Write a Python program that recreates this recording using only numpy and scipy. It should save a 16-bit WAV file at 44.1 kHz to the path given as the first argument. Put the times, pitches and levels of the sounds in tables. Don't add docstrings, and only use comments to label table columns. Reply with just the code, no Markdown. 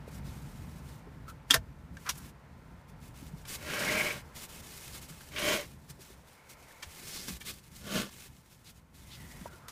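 import sys
import numpy as np
from scipy import signal
from scipy.fft import rfft, irfft
from scipy.io import wavfile

SR = 44100
rng = np.random.default_rng(int(sys.argv[2]) if len(sys.argv) > 2 else 0)


def pcm_store(signal):
    levels = np.round(np.clip(np.atleast_2d(signal), -1, 1) * 32767)
    wavfile.write(sys.argv[1], SR, levels.astype(np.int16).T)


N = 428211
TIME = np.arange(N) / SR


def amp(db):
    return 10 ** (np.asarray(db) / 20)


def unit(x):
    return x / np.sqrt(np.mean(x ** 2) + 1e-20)


def unit_in(x, band_hz):
    f = np.fft.rfftfreq(len(x), 1 / SR)
    inside = rfft(x)[(f > band_hz[0]) & (f < band_hz[1])]
    return x * len(x) / np.sqrt(2 * np.sum(abs(inside) ** 2))


def add(mix, start, sound):
    part = mix[round(start * SR):][:len(sound)]
    part += sound[:len(part)]


def colour(x, points):
    hz, db = np.transpose(points)
    f = np.fft.rfftfreq(len(x), 1 / SR)
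    gain = amp(np.interp(np.log(f + 1), np.log(hz), db))
    return irfft(rfft(x) * gain, len(x))


def resonate(x, hz, width_hz):
    turn = np.exp(2j * np.pi * np.cumsum(hz * np.ones(len(x))) / SR)
    decay = np.exp(-np.pi * width_hz / SR)
    return 2 * (turn * signal.lfilter([1 - decay], [1, -decay], x / turn + 1e-18)).real


def wander(n, rate_hz):
    f = np.fft.rfftfreq(n, 1 / SR)
    spectrum = rfft(rng.standard_normal(n)) * (f > 0)
    return unit(irfft(spectrum / (1 + (f / rate_hz) ** 4), n))


def level(points):
    times, db = np.transpose(points)
    return amp(np.interp(TIME, times, db))


# t/s, level/dB
RUMBLE_LEVELS = [(0, -47), (0.3, -43), (0.8, -45), (1.25, -50), (1.9, -51.5), (2.6, -54), (3.55, -49),
                 (4.4, -53.5), (5.1, -53), (5.95, -53.5), (6.25, -64), (6.7, -64), (7.3, -53.5),
                 (7.7, -54.5), (8.4, -58.5), (9.05, -59), (9.43, -48.5), (9.62, -57.5)]
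# f/Hz, level/dB
RUMBLE_TONE = [(20, -40.5), (30, -18.5), (43, -2.5), (74, 3), (98, -5), (140, 1.5), (200, -5.5),
               (270, -10.5), (340, -17.5), (600, -32), (1500, -48)]


def hand_rumble():
    lumps = rng.standard_normal(N) * amp(2.1 * wander(N, rate_hz=5.3))
    return unit_in(colour(lumps, RUMBLE_TONE), band_hz=(35, 280)) * level(RUMBLE_LEVELS)


# t/s, level/dB
WASH_LEVELS = [(0, -59), (0.65, -60.5), (1.7, -64.5), (3.2, -63.5), (4.3, -60), (5.8, -67), (6.7, -62),
               (7.6, -70.5), (8.9, -71), (9.3, -63)]
# f/Hz, level/dB
WASH_TONE = [(100, -3.5), (350, -2.5), (500, 2.5), (720, 0), (900, -1.5), (1040, -1.5), (1200, -3.5),
             (1450, -3), (2100, -6), (3000, -14.5), (6000, -22), (15000, -38)]
# f/Hz, width/Hz, level/dB
CABIN_AIR = [(895, 40, 1.5), (1020, 55, -3.5), (1340, 68, -5.5)]


def outdoor_wash():
    wash = colour(rng.standard_normal(N), WASH_TONE)
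    hollow = sum(amp(db) * resonate(wash, hz, width) for hz, width, db in CABIN_AIR)
    return unit_in(wash + hollow, band_hz=(700, 1700)) * level(WASH_LEVELS)


def fibres(n, per_s, spread_db):
    size = amp(spread_db * np.minimum(rng.exponential(1, n), 4))
    return unit(size * rng.standard_normal(n) * (rng.random(n) < per_s / SR))


def cabin_echoes(x, echo_db, t60):
    t = np.arange(SR // 12) / SR
    taps = rng.standard_normal(len(t)) * (rng.random(len(t)) < 2000 / SR) * (t > .002)
    taps *= amp(-60 * t / t60)
    echoes = signal.oaconvolve(x, taps / np.linalg.norm(taps))[:len(x)]
    echoes = signal.lfilter(*signal.butter(2, 900, "high", fs=SR), echoes)
    return x + amp(echo_db) * echoes


# start t/s, length/s, midway level/dB, swell/dB
HAND_STROKES = [(0.076, 0.011, -60, 2), (0.112, 0.075, -60.5, -4), (0.242, 0.66, -63.5, -3),
                (.885, 0.11, -63, -3), (1.277, 0.024, -58, 5), (1.486, .015, -59, 2),
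                (1.931, 0.15, -65, 16), (2.107, .19, -60, -1), (2.885, 0.015, -64, -1),
                (3.016, 0.067, -59.5, 0), (3.145, 0.15, -62.5, -3), (3.368, 0.054, -65, -4),
                (3.479, 0.08, -44.5, 1), (4.356, 0.1, -50, 3), (4.488, 0.12, -54, 0),
                (4.626, 0.37, -53.5, 2), (5.015, 0.055, -52.5, -6), (5.086, 0.06, -53.5, -12),
                (5.15, 0.15, -60.5, -7), (5.657, 0.079, -61.5, -3), (5.805, 0.018, -73, 0),
                (5.885, 0.022, -55.5, 9.5), (5.997, 0.14, -60.5, -3.5), (6.275, 0.078, -65.5, -11),
                (6.495, 0.039, -54.5, -3.5), (6.572, 0.52, -64.5, 0), (6.882, 0.289, -53, 13),
                (7.18, 0.19, -51, 0), (7.274, 0.02, -43, -0.5), (7.407, 0.022, -52, -4),
                (7.455, 0.053, -44, 3.5), (7.527, 0.068, -60, -9), (7.634, 0.05, -61, -6),
                (7.714, 0.098, -59, -1), (8.108, .165, -57.5, 0.5), (8.28, 0.078, -75, 0),
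                (8.504, .06, -66.5, -6), (8.639, .068, -62, 9), (8.768, 0.028, -64.5, -3),
                (8.94, 0.17, -63.5, -2), (9.101, 0.38, -60, -1), (9.504, 0.19, -68, -14)]


def stroke_gain():
    grip_s, let_go_s = .036, 0.0094
    rest_db, slack_db = -80, -70.5
    drawn_out = (TIME > 3.0) & (TIME < 8.8)
    power = amp(rest_db) ** 2 + amp(slack_db) ** 2 * drawn_out
    for start, length, db, swell_db in HAND_STROKES:
        t = np.arange(-grip_s / 2, length + 8 * let_go_s, 1 / SR)
        grip = np.sin(np.pi / 2 * np.minimum(t / grip_s + .5, 1)) ** 2
        run = amp(db + swell_db * (np.clip(t / length, 0, 1) - .5))
        let_go = np.exp(-np.maximum(t - length, 0) / let_go_s)
        add(power, start + t[0], (grip * run * let_go) ** 2)
    return np.sqrt(power) * amp(1.2 * wander(N, rate_hz=16))


# f/Hz, level/dB
HISS_TONE = [(150, 7), (400, 1.5), (800, -5), (1300, -1.5), (2300, 1.5), (3500, 0), (5000, 0), (8000, 0),
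             (11000, -2), (15500, -4.5)]


def belt_hiss():
    slips = fibres(N, per_s=16000, spread_db=-1.0) * amp(wander(N, rate_hz=25))
    snags = (rng.random(N) < 22 / SR) * rng.uniform(0.16, 1, N)
    snag_decay = np.exp(-1 / (0.0036 * SR))
    slips *= 1 + amp(-0.5) * signal.lfilter([1], [1, -snag_decay], snags)
    contact_hz = 3800 * 2 ** (.5 * wander(N, rate_hz=8.3))
    contact = amp(-7.5) * resonate(slips, contact_hz, width_hz=510)
    seat = amp(-1.5) * resonate(slips, hz=365, width_hz=31)
    hiss = cabin_echoes(colour(slips + contact + seat, HISS_TONE), echo_db=-8, t60=0.023)
    return unit_in(hiss, band_hz=(5500, 15000)) * (stroke_gain() + pull_hiss_gain())


# t/s, level/dB, f/Hz, time to fade by 60 dB/s
KNOCKS = [(0.078, -29, 470, 0.011), (1.069, -47, 418, 0.11), (1.505, -34, 274, 0.18),
          (1.543, -32.5, 482, 0.11), (1.553, -29.5, 657, 0.091), (1.547, -30.5, 134, .15),
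          (1.572, -31.5, 56.3, .2), (1.578, -37, 95, 0.26), (2.091, -37, 1000, 0.043),
          (3.225, -38.5, 246, .05), (3.334, -30, 141, 0.077), (5.101, -37.5, 161, 0.1),
          (5.9, -41, 138, 0.24), (5.99, -49.5, 390, 0.083), (6.102, -44, 378, 0.044),
          (6.863, -40.5, 74, 0.2), (7.188, -43, 190, 0.13), (7.282, -33, 215, 0.06),
          (7.305, -33, 180, 0.098), (7.321, -41, 62, 0.27), (7.931, -29, 204, 0.05),
          (9.412, -31, 197, 0.033), (9.457, -29.5, 600, 0.017), (9.459, -35, 950, 0.047),
          (9.53, -49, 360, 0.1)]


def knock(start, db, hz, t60):
    t = np.arange(SR // 3) / SR
    puff_filter = signal.butter(3, [0.45 * hz, 1.4 * hz], "band", fs=SR)
    puff = unit(signal.lfilter(*puff_filter, rng.standard_normal(len(t))))
    note = np.sin(2 * np.pi * hz * t)
    onset = 1 - np.exp(-t * hz / 0.32)
    return start, amp(db) * (note + 0.28 * puff) * onset * amp(-60 * t / t60)


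# middle t/s, length/s, f/Hz,
# level/dB
SEAT_BRUSHES = [(.28, 0.1, 4280, -62), (2.08, 0.07, 1350, -40), (2.183, 0.036, 11000, -49.5),
                (2.207, .24, 1150, -60), (3.517, 0.088, 3770, -59), (3.714, .1, 2300, -44),
                (5.387, .06, 2270, -35.5), (7.084, 0.057, 6260, -52), (7.177, 0.25, 4750, -46.5),
                (7.486, 0.12, 3800, -47), (8.676, 0.084, 4010, -59.5), (9.138, 0.11, 3480, -51.5)]


def brush(middle, length, hz, db):
    n = round(length * SR)
    slips = fibres(n, per_s=14000, spread_db=0.8)
    rub = resonate(resonate(slips, hz, 0.71 * hz), hz, 0.82 * hz)
    return middle - length / 2, amp(db) * unit(rub) * signal.windows.hann(n)


# start t/s, length/s, first f/Hz, last f/Hz, level/dB
GUIDE_WHIRRS = [(1.265, 0.061, 1280, 1380, -49.5), (3.68, 0.29, 1560, 1580, -42),
                (3.861, 0.097, 2080, 2150, -36), (3.951, 0.079, 2190, 2230, -32),
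                (4.052, .034, 2190, 2300, -32), (4.096, 0.026, 2270, 2320, -36),
                (5.363, .22, 3020, 3250, -41.5), (6.281, 0.86, 2180, 2150, -65.5),
                (7.95, .07, 3000, 3040, -43), (9.033, 0.48, 2040, 1850, -62.5),
                (9.439, 0.15, 1470, 1390, -60), (9.586, 0.13, 1320, 1310, -59)]


def whirr(start, length, first_hz, last_hz, db):
    n = round(length * SR)
    hz = np.linspace(first_hz, last_hz, n)
    width = .12 * hz.mean()
    note = resonate(resonate(rng.standard_normal(n), hz, width), hz, 2 * width)
    grip = amp(1.9 * wander(n, rate_hz=18))
    progress = np.linspace(0, 1, n) ** 1.16
    arch = abs(np.sin(np.pi * progress)) ** 0.52
    return start, amp(db) * unit(note * grip) * arch


# t/s, level/dB, rise/s, crack's time to fade by 60 dB/s, favoured f/Hz, ring level/dB, dull above f/Hz
BUCKLE_CLICKS = [(1.5022, -26.5, .0015, 0.027, 1600, -6, 5000),
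                 (1.5064, -16.5, 0.0013, 0.08, 3270, 2, 9500), (1.5364, -25, .001, .05, 1500, -1, 5000),
                 (1.5420, -17, 0.00031, 0.06, 1680, -1, 16900), (1.559, -31, 0.0032, 0.071, 1594, 0, 3020),
                 (1.969, -44, 0.00072, 0.037, 1600, 0, 3480), (2.0635, -37, .001, 0.11, 1400, -8, 1900),
                 (2.089, -26, 0.0061, 0.075, 5800, -7, 11500),
                 (3.4514, -47.5, 0.00095, 0.15, 2230, -2, 6820),
                 (4.3687, -43, 0.0008, 0.035, 3320, -12, 6000), (5.2064, -47, 0.00062, .04, 1600, -4, 3500),
                 (5.3612, -38.5, 0.0015, 0.046, 2270, 4, 3960), (6.706, -59, .002, .05, 1670, 7, 2500),
                 (6.822, -37.5, 0.0099, 0.08, 2310, -5, 5940), (7.28, -42, 0.0045, 0.064, 1600, -8, 9000),
                 (7.408, -48.5, 0.0079, 0.11, 2320, 3.5, 4500), (8.09, -49, 0.0034, 0.056, 1794, -10, 7120),
                 (9.412, -47, 0.00091, 0.029, 1450, -12, 2500),
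                 (9.682, -42, 0.0021, 0.12, 1414, -14, 13000)]
# f/Hz, level/dB, time to fade by 60 dB/s
BUCKLE_NOTES = [(1330, -6, .05), (1390, -10.5, .05), (1554, -5.5, 0.061), (1623, -1, 0.035),
                (1777, -.5, .05), (1790, -6, .045), (2320, -4.5, 0.05), (2790, -5.5, 0.055),
                (3170, -1.5, 0.065), (3300, 1, 0.052), (3380, -1.5, 0.062), (3620, -1.5, 0.081),
                (4780, -2, 0.06), (5560, -3.5, 0.045), (5841, 2.5, .055), (6460, -2.5, .05),
                (8430, -6.5, .04), (11490, -9.5, .04)]
# f/Hz, level/dB
CRACK_TONE = [(100, -8), (260, -8.5), (400, -6.5), (700, -11.5), (1000, 2), (1600, -1), (2400, -0.5),
              (4000, -0.5), (6000, 0.5), (9000, -4), (12000, -3.5), (15500, -7)]


def buckle_click(start, db, rise, t60, ring_hz, ring_db, dull_hz):
    t = np.arange(SR // 4) / SR
    onset = np.minimum(t / rise, 1)
    age = np.maximum(t - rise, 0)
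    crack = unit(colour(fibres(len(t), per_s=25000, spread_db=0.3), CRACK_TONE))
    crack = signal.lfilter(*signal.butter(1, dull_hz, fs=SR), crack)
    crack *= amp(-60 * age / t60) + amp(-10.5) * np.exp(-age / 0.00098)
    hz, note_db, note_t60 = np.transpose(BUCKLE_NOTES)
    octaves_away = abs(np.log2(hz / ring_hz))
    weight = amp(note_db - 26 * octaves_away)
    weight /= np.sqrt(np.sum(weight ** 2) / 2)
    cycles = hz * t[:, None] + rng.random(len(hz))
    notes = np.sin(2 * np.pi * cycles) * amp(-60 * age[:, None] / note_t60)
    rattle = amp(1.4 * wander(len(t), rate_hz=600))
    ring = (notes @ weight) * rattle
    return start, amp(db) * onset * (crack + amp(ring_db) * ring)


# start t/s, hardest t/s, stop t/s, shape of the swell (1 pointed, 2 round)
PULL_TIMES = [(3.55, 3.954, 4.235, 3.1), (5.3, 5.516, 5.67, 1.73), (7.8, 7.982, 8.105, 1.16)]


def pull_efforts():
    swell_db = 27.5
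    for start, hardest, stop, roundness in PULL_TIMES:
        t = np.arange(start, stop, 1 / SR)
        from_peak = np.interp(t, [start, hardest, stop], [1, 0, 1])
        yield t, amp(-swell_db * from_peak ** roundness)


# level/dB of hiss, rasp, trim, reel housing, guide
PULL_LEVELS = [(-43, -36, -48, -40, -40.5), (-39.5, -32.5, -48.5, -33, -36.5), (-41, -35, -34, -41, -51)]


def pull_hiss_gain():
    gain = np.zeros(N)
    for (t, effort), (hiss_db, *_) in zip(pull_efforts(), PULL_LEVELS):
        add(gain, t[0], amp(hiss_db) * effort ** 0.97 * signal.windows.tukey(len(t), .1))
    return gain


# f/Hz, level/dB
RASP_TONES = [
    [(30, -24), (140, 1.5), (300, 3.5), (480, 4), (680, -3.5), (810, -1.5), (1100, -3), (1600, 1),
     (2700, 0), (3500, -6), (6000, -10.5), (14000, -43)],
    [(30, -27), (140, -3), (335, 7), (470, 3), (680, -8), (810, -2), (1100, -3), (1600, -1.5), (2700, -0.5),
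     (3500, -4.5), (6000, -8.5), (14000, -40)],
    [(30, -18), (140, 15.5), (320, 5), (480, 9.5), (680, 3.5), (830, -8.5), (1350, 3.5), (2000, -6.5),
     (2700, 0.5), (3500, -2), (6000, -7.5), (14000, -35)],
]
# f/Hz, width/Hz, level/dB
PILLAR_NOTES = [(1096, 98, 0), (1396, 58, -8), (1510, 35, -4), (1670, 83, 0.5), (2000, 40, 3),
                (2600, 30, -25), (2563, 48, -8), (3080, 18, 6.5), (3800, 60, -7), (4700, 39, -10),
                (5540, 120, -12), (6600, 54, 9)]
# f/Hz when taut, width/Hz, growth/(dB per dB of effort)
REEL_NOTES = [(203, 35, 0.9), (608.4, 42, 1.16), (2270, 160, 1)]


def hard_pulls():
    slack_drop = 0.044
    mix = np.zeros(N)
    for (t, effort), (_, rasp_db, *rings_db), tone in zip(pull_efforts(), PULL_LEVELS, RASP_TONES):
        judder = amp(1.4 * wander(len(t), rate_hz=230))
        slips = colour(judder * fibres(len(t), per_s=6000, spread_db=1.5), tone)
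        pillar = sum(amp(db) * resonate(slips, hz, width) for hz, width, db in PILLAR_NOTES)
        rasp = cabin_echoes(slips + pillar, echo_db=-5.5, t60=0.02)
        pull = amp(rasp_db - 0.5) * unit_in(rasp, band_hz=(900, 4500)) * effort
        for ring_db, (taut_hz, width, growth) in zip(rings_db, REEL_NOTES):
            drive = fibres(len(t), per_s=4000, spread_db=1.5)
            hz = taut_hz * (1 - slack_drop * (1 - effort))
            ring = judder * resonate(resonate(drive, hz, width), hz, 2 * width)
            pull += amp(ring_db - 2.0) * unit(ring) * effort ** growth
        add(mix, t[0], pull * signal.windows.tukey(len(t), .1))
    return mix


def scene():
    mix = belt_hiss() + hand_rumble() + outdoor_wash() + hard_pulls()
    events = (whirr, GUIDE_WHIRRS), (brush, SEAT_BRUSHES), (buckle_click, BUCKLE_CLICKS), (knock, KNOCKS)
    for source, table in events:
        for row in table:
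            add(mix, *source(*row))
    return mix[None]


def record(dry):
    top_hz = 15500
    taps = signal.firwin(511, top_hz, window=("kaiser", 8), fs=SR)
    return signal.oaconvolve(dry, taps[None], "same")


dry = scene()
out = record(dry)
pcm_store(out)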